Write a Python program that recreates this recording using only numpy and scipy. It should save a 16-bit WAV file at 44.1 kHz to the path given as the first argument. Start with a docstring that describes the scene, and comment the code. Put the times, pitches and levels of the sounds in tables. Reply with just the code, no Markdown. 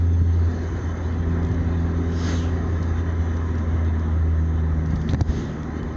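"""A four-cylinder engine hums through the cabin of a car on a country road, over road rumble and tyre roar.
An oncoming motorcycle hisses past, loose trim ticks, and air hisses and whistles at seals and a window gap.
The suspension thumps now and then. Near the end the wheels hit a bump: the cabin thumps, a loose part
clacks, and a short hiss follows. Gain control ducks the loudest peaks."""
import sys
import numpy as np
from scipy import signal
from scipy.fft import rfft, irfft, next_fast_len
from scipy.io import wavfile
from scipy.ndimage import uniform_filter1d, minimum_filter1d, map_coordinates

SR = 44100
rng = np.random.default_rng(int(sys.argv[2]) if len(sys.argv) > 2 else 0)


def store_pcm(level_fs):
    """Save levels as 16-bit WAV."""
    pcm = np.round(np.clip(level_fs, -1, 1) * 32767).astype(np.int16)
    wavfile.write(sys.argv[1], SR, np.atleast_2d(pcm).T)


N = 262836

# Engine speed. 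Each row: time in seconds, firing rate in Hz.
FIRING_RATE = [(0, 85.2), (.9, 83.6), (2, 83.7), (2.55, 84.2), (3.05, 83.6), (4, 81.4), (4.5, 80.1),
               (5.05, 78.6), (5.4, 77.4), (5.96, 78.6)]
# Asphalt coarseness. Each row: time in seconds, tyre roar in dB.
ASPHALT = [(.25, -46), (.55, -40.5), (1.9, -40.5), (2.4, -39.5), (3.5, -40.5), (4.05, -41.5), (4.3, -44.5),
           (4.7, -42.5), (5.96, -41.5)]


def engine():
    """The firing rate excites a cabin boom; harmonics drone under load; uneven cylinders add half orders."""
    # Each row: time in seconds, first harmonic in dB.
    boom_levels = [(0, -18), (.487, -18), (.5, -25.5), (1.05, -27), (1.22, -23), (3.45, -24), (3.87, -20.5),
                   (4.02, -23.5), (4.22, -19), (4.85, -22.5), (5, -30), (5.2, -24), (5.45, -34.5),
                   (5.96, -33)]
    # Exhaust drone. Each row: time in seconds, second and third harmonics in dB.
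    drone_levels = [(0, -34.5, -37.5), (1, -47.5, -43), (1.3, -29.5, -34), (1.7, -30.5, -33.5),
                    (2.4, -33, -32), (2.9, -36.5, -44), (3.5, -38.5, -36), (3.85, -38, -50),
                    (4.25, -34.5, -41), (4.9, -27.5, -38), (5.4, -34, -36.5), (5.96, -38, -42)]
    # Each row: multiple of the firing rate, dB relative to the third harmonic.
    weak_orders = [(.5, -8.5), (3.5, -14), (4, -17.5), (4.5, -12), (5, -14)]
    phase = running_phase(curve(FIRING_RATE))
    boom = amp(curve(boom_levels)) * np.sin(phase)
    second_db, third_db = curves(drone_levels)
    orders = [(2, second_db), (3, third_db)]
    orders += [(order, third_db + db + 2.5 * wobble(4)) for order, db in weak_orders]
    drone = np.zeros(N)
    for order, db in orders:
        gain = amp(db + 0.16 * wobble(12))
        drone += gain * np.sin(order * phase + rng.uniform(0, 2 * np.pi) + 0.061 * wobble(23))
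    return np.sqrt(2) * (boom + drone)


def road():
    """Uneven asphalt shakes the suspension and body panels, and at times a cabin resonance swells."""
    # Each row: frequency in Hz, relative level in dB.
    rumble_spectrum = [(15, -53), (28, -32.5), (40, -9.5), (54, 5), (68, 6), (85, 0), (106, 3), (145, -4.5),
                       (200, -21.5), (400, -78.5)]
    panel_spectrum = [(90, -34), (150, -1.5), (200, -3), (235, -2), (275, 0), (310, -3), (340, -3.5),
                      (405, -4), (450, -12), (560, -18), (900, -69)]
    cavity_spectrum = [(150, -42), (198, -4), (215, -4), (231, 4.5), (243, -12), (290, -38.5), (400, -71)]
    # Brief rises and dips in the low rumble and panel noise.
    # Each row: centre and half width in seconds, rumble change and panel change in dB.
    rumble_swells_and_dips = [(.53, 0.063, -6, 3), (2.33, 0.21, -3.5, 1), (2.8, 0.17, 3.5, 1.5),
                              (4.95, 0.069, 7.5, -4), (5.41, 0.11, 6, 3), (5.78, 0.032, 0, 5)]
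    # Cabin resonance swell. Each row: time in seconds, level in dB.
    cavity_levels = [(0, -54), (1.2, -42), (2.6, -43), (3.1, -44), (3.6, -39), (4.1, -35), (4.2, -54),
                     (4.65, -59), (4.95, -37), (5.96, -43)]
    t = np.arange(N) / SR
    rumble_db = -31.5 + 0.77 * coarseness_db() + 0.86 * wobble(7.2)
    panel_db = -34 + 0.45 * coarseness_db()
    for centre_s, half_width_s, rumble_change_db, panel_change_db in rumble_swells_and_dips:
        window = np.exp(-((t - centre_s) / half_width_s) ** 2)
        rumble_db += rumble_change_db * window
        panel_db += panel_change_db * window
    rumble = amp(rumble_db) * noise(rumble_spectrum)
    panels = amp(panel_db + 0.083 * wobble(7.8)) * noise(panel_spectrum)
    cavity = amp(curve(cavity_levels)) * noise(cavity_spectrum)
    return rumble + panels + cavity


def tyres():
    """The tread roars, rings and, on some surfaces, howls; the glass cuts the treble."""
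    # Each row: frequency in Hz, relative level in dB.
    roar_spectrum = [(250, -31.5), (420, -8.5), (520, 1.5), (660, -2), (770, 0), (900, -5.5), (1170, -7.5),
                     (1450, -8.5), (1700, -4), (2080, -10.5), (2350, -21), (3200, -50)]
    howl_spectrum = [(600, -35), (850, -12), (940, -2), (1050, 4.5), (1150, -10.5), (1500, -42.5)]
    # Tread and cabin resonances. Each row: centre and width in Hz, gain in dB.
    tread_modes = [(1284, 120, 1.5), (1640, 190, -4), (1884, 70, 3.5), (2109, 31, -1)]
    # Each row: time in seconds, level in dB.
    howl_levels = [(.25, -56.5), (.6, -51), (2.5, -50), (3.1, -48.5), (3.6, -48), (4.05, -48.5),
                   (4.3, -53.5), (4.7, -52), (5.2, -52), (5.96, -49.5)]
    drive = noise([(500, -26.5), (950, 4.5), (2100, -7), (2600, -30)])
    ring = unit(filtered(drive, lambda hz: ringing(hz, tread_modes)))
    roar = amp(0.6) * noise(roar_spectrum) + amp(-6) * ring
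    howl = amp(curve(howl_levels)) * noise(howl_spectrum)
    return amp(curve(ASPHALT) + 0.51 * wobble(22)) * patchy(roar, depth_db=1.38) + howl


def bumps():
    """Blows through the suspension thump the body and knock its panels."""
    # Each row: start in seconds, thump in dB, pitch in Hz, time to crest in seconds, knock in dB.
    blows = [(0.215, -10, 125, 0.004, -16), (1.483, -19.5, 108, 0.013, -27),
             (1.520, -14.5, 99, 0.0051, -22), (3.191, -20.5, 71, 0.013, -29), (3.743, -24, 119, 0.013, -33),
             (4.934, -26, 55.5, .012, -16.5), (5.087, -14.5, 89, 0.0086, -23.5),
             (5.1346, -3.5, 123, 0.0053, -6.5), (5.1498, -12, 114, 0.0059, -29),
             (5.2111, -2.5, 103, 0.0076, -13.5), (5.283, -12.5, 69, 0.013, -21)]
    # Each row: frequency in Hz, level in dB, T60 in seconds.
    panel_modes = [(176, 1, 0.02), (195.4, -3.5, 0.13), (271, -1, 0.054), (504, -19.5, 0.031)]
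    out, t = np.zeros(N), np.arange(SR // 4) / SR
    knock_rise_s, steepness = 0.0018, 2.7
    knock = sum(amp(db) * np.sin(2 * np.pi * hz * t) * fade(t, t60_s) for hz, db, t60_s in panel_modes)
    knock *= 1 - np.exp(-t / knock_rise_s)
    for start_s, thump_db, hz, crest_s, knock_db in blows:
        swell = (t / crest_s * np.exp(1 - t / crest_s)) ** steepness
        thump = swell * np.sin(2 * np.pi * hz * t)
        add(out, start_s, amp(thump_db) * thump + amp(knock_db) * knock)
    return out


def clacks():
    """At the bump a loose part snaps and chatters: loud, dull clacks among fainter, brighter clicks."""
    # Each row: start in seconds, level in dB, band centre and width in Hz, T60 in seconds.
    contacts = [(5.0903, -27, 3330, 450, 0.0095), (5.094, -34.5, 3500, 1200, 0.046),
                (5.109, -40.5, 3870, 3000, 0.086), (5.1346, -15.5, 750, 1600, 0.0082),
                (5.1454, -18.5, 1700, 2400, 0.024), (5.208, -21.5, 1100, 1100, 0.019),
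                (5.2108, -27, 5770, 2400, 0.01)]
    # Each row: centre and width in Hz, gain in dB.
    part_modes = [(507, 164, 23.5), (970, 760, 13.5), (1730, 260, 13.5), (2310, 310, 2), (3880, 660, 3),
                  (4740, 500, 0), (6030, 540, 1.5), (7400, 400, -22)]
    out, t = np.zeros(N), np.arange(SR // 4) / SR
    snap = unit(1. * (t == 0))
    for start_s, db, centre_hz, width_hz, t60_s in contacts:
        decay = fade(t, t60_s)
        contact = snap + unit(rng.standard_normal(len(t)) * decay)
        clack = filtered(contact, lambda hz: ringing(hz, part_modes) * resonance(hz, centre_hz, width_hz))
        add(out, start_s, amp(db) * unit(clack) * np.sqrt(np.mean(decay ** 2)))
    return out


def passes():
    """A hiss swells and falls in pitch as the motorcycle goes by; a softer one follows the bump."""
    # Each row: closest moment and width in seconds, then hiss, roar and falling band in dB.
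    pass_events = [(2.302, .09, -40.5, -36, -47.3), (5.381, 0.092, -49, -47, -59)]
    # Each row: frequency in Hz, relative level in dB.
    hiss_spectrum = [(1500, -10), (2450, -6.5), (3000, 0.5), (3800, 2.5), (4400, -4), (5000, -4.5),
                     (5700, -5.5), (6400, 4.5), (6850, -7), (7600, -19), (8200, -38)]
    roar_spectrum = [(100, -7), (500, 10), (800, 3.5), (1200, 2.5), (1600, 7), (2100, 5), (2500, -9),
                     (4000, -23.5)]
    # Falling band. Each row: offset from its centre in Hz, relative level in dB.
    band_skirt = [(1, 0), (300, -1), (550, -8), (1200, -28)]
    mid_hz, swing_hz, lag_widths, sweep_widths = 4000, 1200, 0.45, 0.8
    out, t = np.zeros(N), np.arange(N) / SR
    for closest_s, width_s, hiss_db, roar_db, band_db in pass_events:
        place = (t - closest_s) / width_s  # negative ahead, positive behind
        nearness = (1 + (place / 2) ** 2) ** -2.37
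        hiss = amp(hiss_db) * nearness * patchy(noise(hiss_spectrum), depth_db=1.5)
        roar = amp(roar_db) * nearness ** 3 * noise(roar_spectrum)
        band_hz = mid_hz - swing_hz * np.tanh((place - lag_widths) / sweep_widths)
        band = np.sqrt(2) * noise(band_skirt) * np.sin(running_phase(band_hz))
        band *= amp(band_db) * np.exp(-((place - lag_widths / 2) / 2) ** 4)
        out += (hiss + roar + band) * amp(0.5 * wobble(45))
    return out


def trim():
    """Loose plastic ticks faintly in the dashboard, singly or in a quick rattle."""
    # Each row: start in seconds, level in dB, T60 in seconds.
    ticks = [(1.429, -47.5, .025), (1.448, -46, .025), (1.4675, -47, .014), (1.488, -50, .02),
             (1.516, -47.5, .014), (1.545, -49.5, .018), (2.826, -46.5, 0.1), (3.367, -47, .04),
             (3.553, -52, .04), (3.581, -49, 0.075), (3.848, -49, 0.024), (3.995, -49, .03),
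             (4.859, -46.5, .035), (4.907, -51, 0.033), (4.957, -44.5, 0.056), (5.014, -47.5, 0.055),
             (5.078, -51, .02), (5.632, -47.5, .025), (5.83, -44, 0.02)]
    out, t = np.zeros(N), np.arange(SR // 10) / SR
    plastic = noise([(1500, -34), (3000, -0.5), (3700, -0.5), (5200, -3), (6500, -0.5),
                     (7300, -15.5), (8200, -24)])
    for start_s, db, t60_s in ticks:
        burst = np.roll(plastic, -round(start_s * SR))[:len(t)]
        add(out, start_s, amp(db) * fade(t, t60_s) * burst)
    return out


def air():
    """Air hisses and sings at the seals, louder on coarse asphalt and at speed, beside two more hisses."""
    # Each row: frequency in Hz, relative level in dB.
    seal_spectrum = [(1200, -19), (2300, -4.5), (2650, 0), (2790, -8), (3050, 2.5), (3300, -1.5),
                     (3650, -1), (4050, -5.5), (4500, -12), (5500, -21.5), (7000, -26.5), (8000, -56)]
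    fine_spectrum = [(4000, -24), (5450, -13), (5900, -5.5), (6250, -1), (6680, -9), (7100, -17),
                     (7600, -32.5), (8200, -54.5)]
    upper_mid_spectrum = [(3300, -27.5), (4200, 2), (4900, -0.5), (5500, -7.5), (6300, -22.5)]
    # Each row: centre and width in Hz, gain in dB.
    seal_modes = [(2680, 63, -10.5), (3030, 65, -6.5), (3360, 70, -12), (3560, 150, -7), (4020, 79, -11.5)]
    # Each row: time in seconds, fine hiss and upper-mid hiss in dB.
    treble_levels = [(.3, -64, -67), (.65, -56.5, -63.5), (1.1, -63.5, -67), (2.8, -60, -63.5),
                     (3.05, -61.5, -72), (3.5, -60.5, -72.5), (3.9, -64, -73), (4.7, -64.5, -73.5),
                     (5.05, -61, -61), (5.96, -64.5, -71)]
    cruise_hz, db_per_hz = 83, 0.33
    seal_db = -57 + 0.35 * coarseness_db() + db_per_hz * (curve(FIRING_RATE) - cruise_hz)
    fine_db, upper_mid_db = curves(treble_levels)
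    flow = noise([(1800, -39.5), (2500, -3.5), (5500, 8.5), (6500, -28.5)])
    singing = unit(filtered(flow, lambda hz: ringing(hz, seal_modes)))
    seals = amp(seal_db) * patchy(noise(seal_spectrum) + amp(-4.5) * singing, depth_db=2.5)
    fine = amp(fine_db) * patchy(noise(fine_spectrum), depth_db=2.5)
    upper_mid = amp(upper_mid_db) * patchy(noise(upper_mid_spectrum), depth_db=4.5)
    return amp(0.98 * wobble(35)) * (seals + fine + upper_mid)


def whistles():
    """A window gap whistles: each thin, fluttering note swells, sags in pitch and fades."""
    # Each row: start and length in seconds, starting pitch in Hz, fraction of pitch lost, level in dB.
    notes = [(0.04, 0.33, 6310, 0.017, -61), (0.3, 0.4, 4400, 0.05, -63.5), (0.546, 0.85, 6290, 0.023, -63),
             (2.693, 1.0, 6130, 0.023, -65)]
    out = np.zeros(N)
    for start_s, length_s, hz, sag, db in notes:
        progress = np.arange(round(length_s * SR)) / (length_s * SR)
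        swell = np.sqrt(np.abs(np.sin(np.pi * progress)))
        flutter = noise([(1, 0), (30, 0), (120, -18), (800, -48)])[:len(progress)]
        tone = np.sqrt(2) * np.sin(running_phase(hz * (1 - sag * progress)))
        add(out, start_s, amp(db) * swell * flutter * tone)
    return out


def coarseness_db():
    """How far the asphalt lifts the tyre roar over its cruising level."""
    cruise_db = -40
    return curve(ASPHALT) - cruise_db


def patchy(x, depth_db):
    """Turbulence: each narrow band swells and sinks on its own. Output rms is 1."""
    bands = signal.stft(x, nperseg=1024)[2]
    field = uniform_filter1d(rng.standard_normal(bands.shape), size=4, axis=0)
    field = unit(uniform_filter1d(field, size=6, axis=1))
    return unit(signal.istft(bands * amp(depth_db * field), nperseg=1024)[1][:N])


def amp(db):
    """Decibels to gain."""
    return 10 ** (np.asarray(db) / 20)


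def unit(x):
    """Scale to rms 1."""
    return x / np.sqrt(np.mean(x ** 2) + 1e-20)


def curves(rows):
    """One value per sample for each column after the time."""
    times_s, *columns = np.transpose(rows)
    return [np.interp(np.arange(N) / SR, times_s, column) for column in columns]


def curve(rows):
    """One value per sample from (seconds, value) rows."""
    return curves(rows)[0]


def running_phase(hz):
    """Phase in radians of a changing frequency."""
    return 2 * np.pi * np.cumsum(hz) / SR


def wobble(knots_per_s):
    """A smooth random curve."""
    knots = rng.standard_normal(int(N * knots_per_s / SR) + 4)
    return map_coordinates(knots, [np.arange(N) * knots_per_s / SR])


def filtered(x, response):
    """Apply a response given as a function of Hz."""
    size = next_fast_len(len(x) + 8192)
    return irfft(rfft(x, size) * response(np.fft.rfftfreq(size, 1 / SR)), size)[:len(x)]


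def noise(spectrum):
    """Noise of rms 1 with a (Hz, dB) spectrum read on a log axis."""
    knots_hz, db = np.transpose(spectrum)
    white = rng.standard_normal(N)
    return unit(filtered(white, lambda hz: amp(np.interp(np.log(hz + 1), np.log(knots_hz), db))))


def resonance(hz, centre_hz, width_hz):
    """Causal response of one damped mode."""
    return 1j * hz * width_hz / (centre_hz ** 2 - hz ** 2 + 1j * hz * width_hz)


def ringing(hz, modes):
    """Response of several modes, summed with alternating signs."""
    return sum((-1) ** k * amp(db) * resonance(hz, centre_hz, width_hz)
               for k, (centre_hz, width_hz, db) in enumerate(modes))


def fade(t, t60_s):
    """Decay by 60 dB in t60_s."""
    return np.exp(-np.log(1000) * t / t60_s)


def add(track, start_s, sound):
    """Mix a sound into the track."""
    part = track[round(start_s * SR):][:len(sound)]
    part += sound[:len(part)]


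def scene():
    """Mono mix inside the cabin."""
    return (engine() + road() + tyres() + air() + whistles() + passes() + trim() + bumps() + clacks())[None]


def record(dry):
    """Gain control ducks loud peaks, holds and recovers; a steep low-pass follows."""
    ceiling_db, hold_s, recovery_db_per_s, cutoff_hz = -10, 0.027, 175, 7750
    x = dry[0]
    needed_db = np.minimum(0, ceiling_db - 20 * np.log10(np.abs(x) + 1e-9))
    hold_samples = round(hold_s * SR)
    held_db = minimum_filter1d(needed_db, hold_samples, origin=(hold_samples - 1) // 2)
    recovery_db = recovery_db_per_s * np.arange(N) / SR
    gain_db = np.minimum.accumulate(held_db - recovery_db) + recovery_db
    ducked = x * amp(uniform_filter1d(gain_db, SR // 500))  # gain smoothed over 2 ms
    return filtered(ducked, lambda hz: 1 / np.sqrt(1 + (hz / cutoff_hz) ** 80))[None]


dry = scene()
out = record(dry)
store_pcm(out)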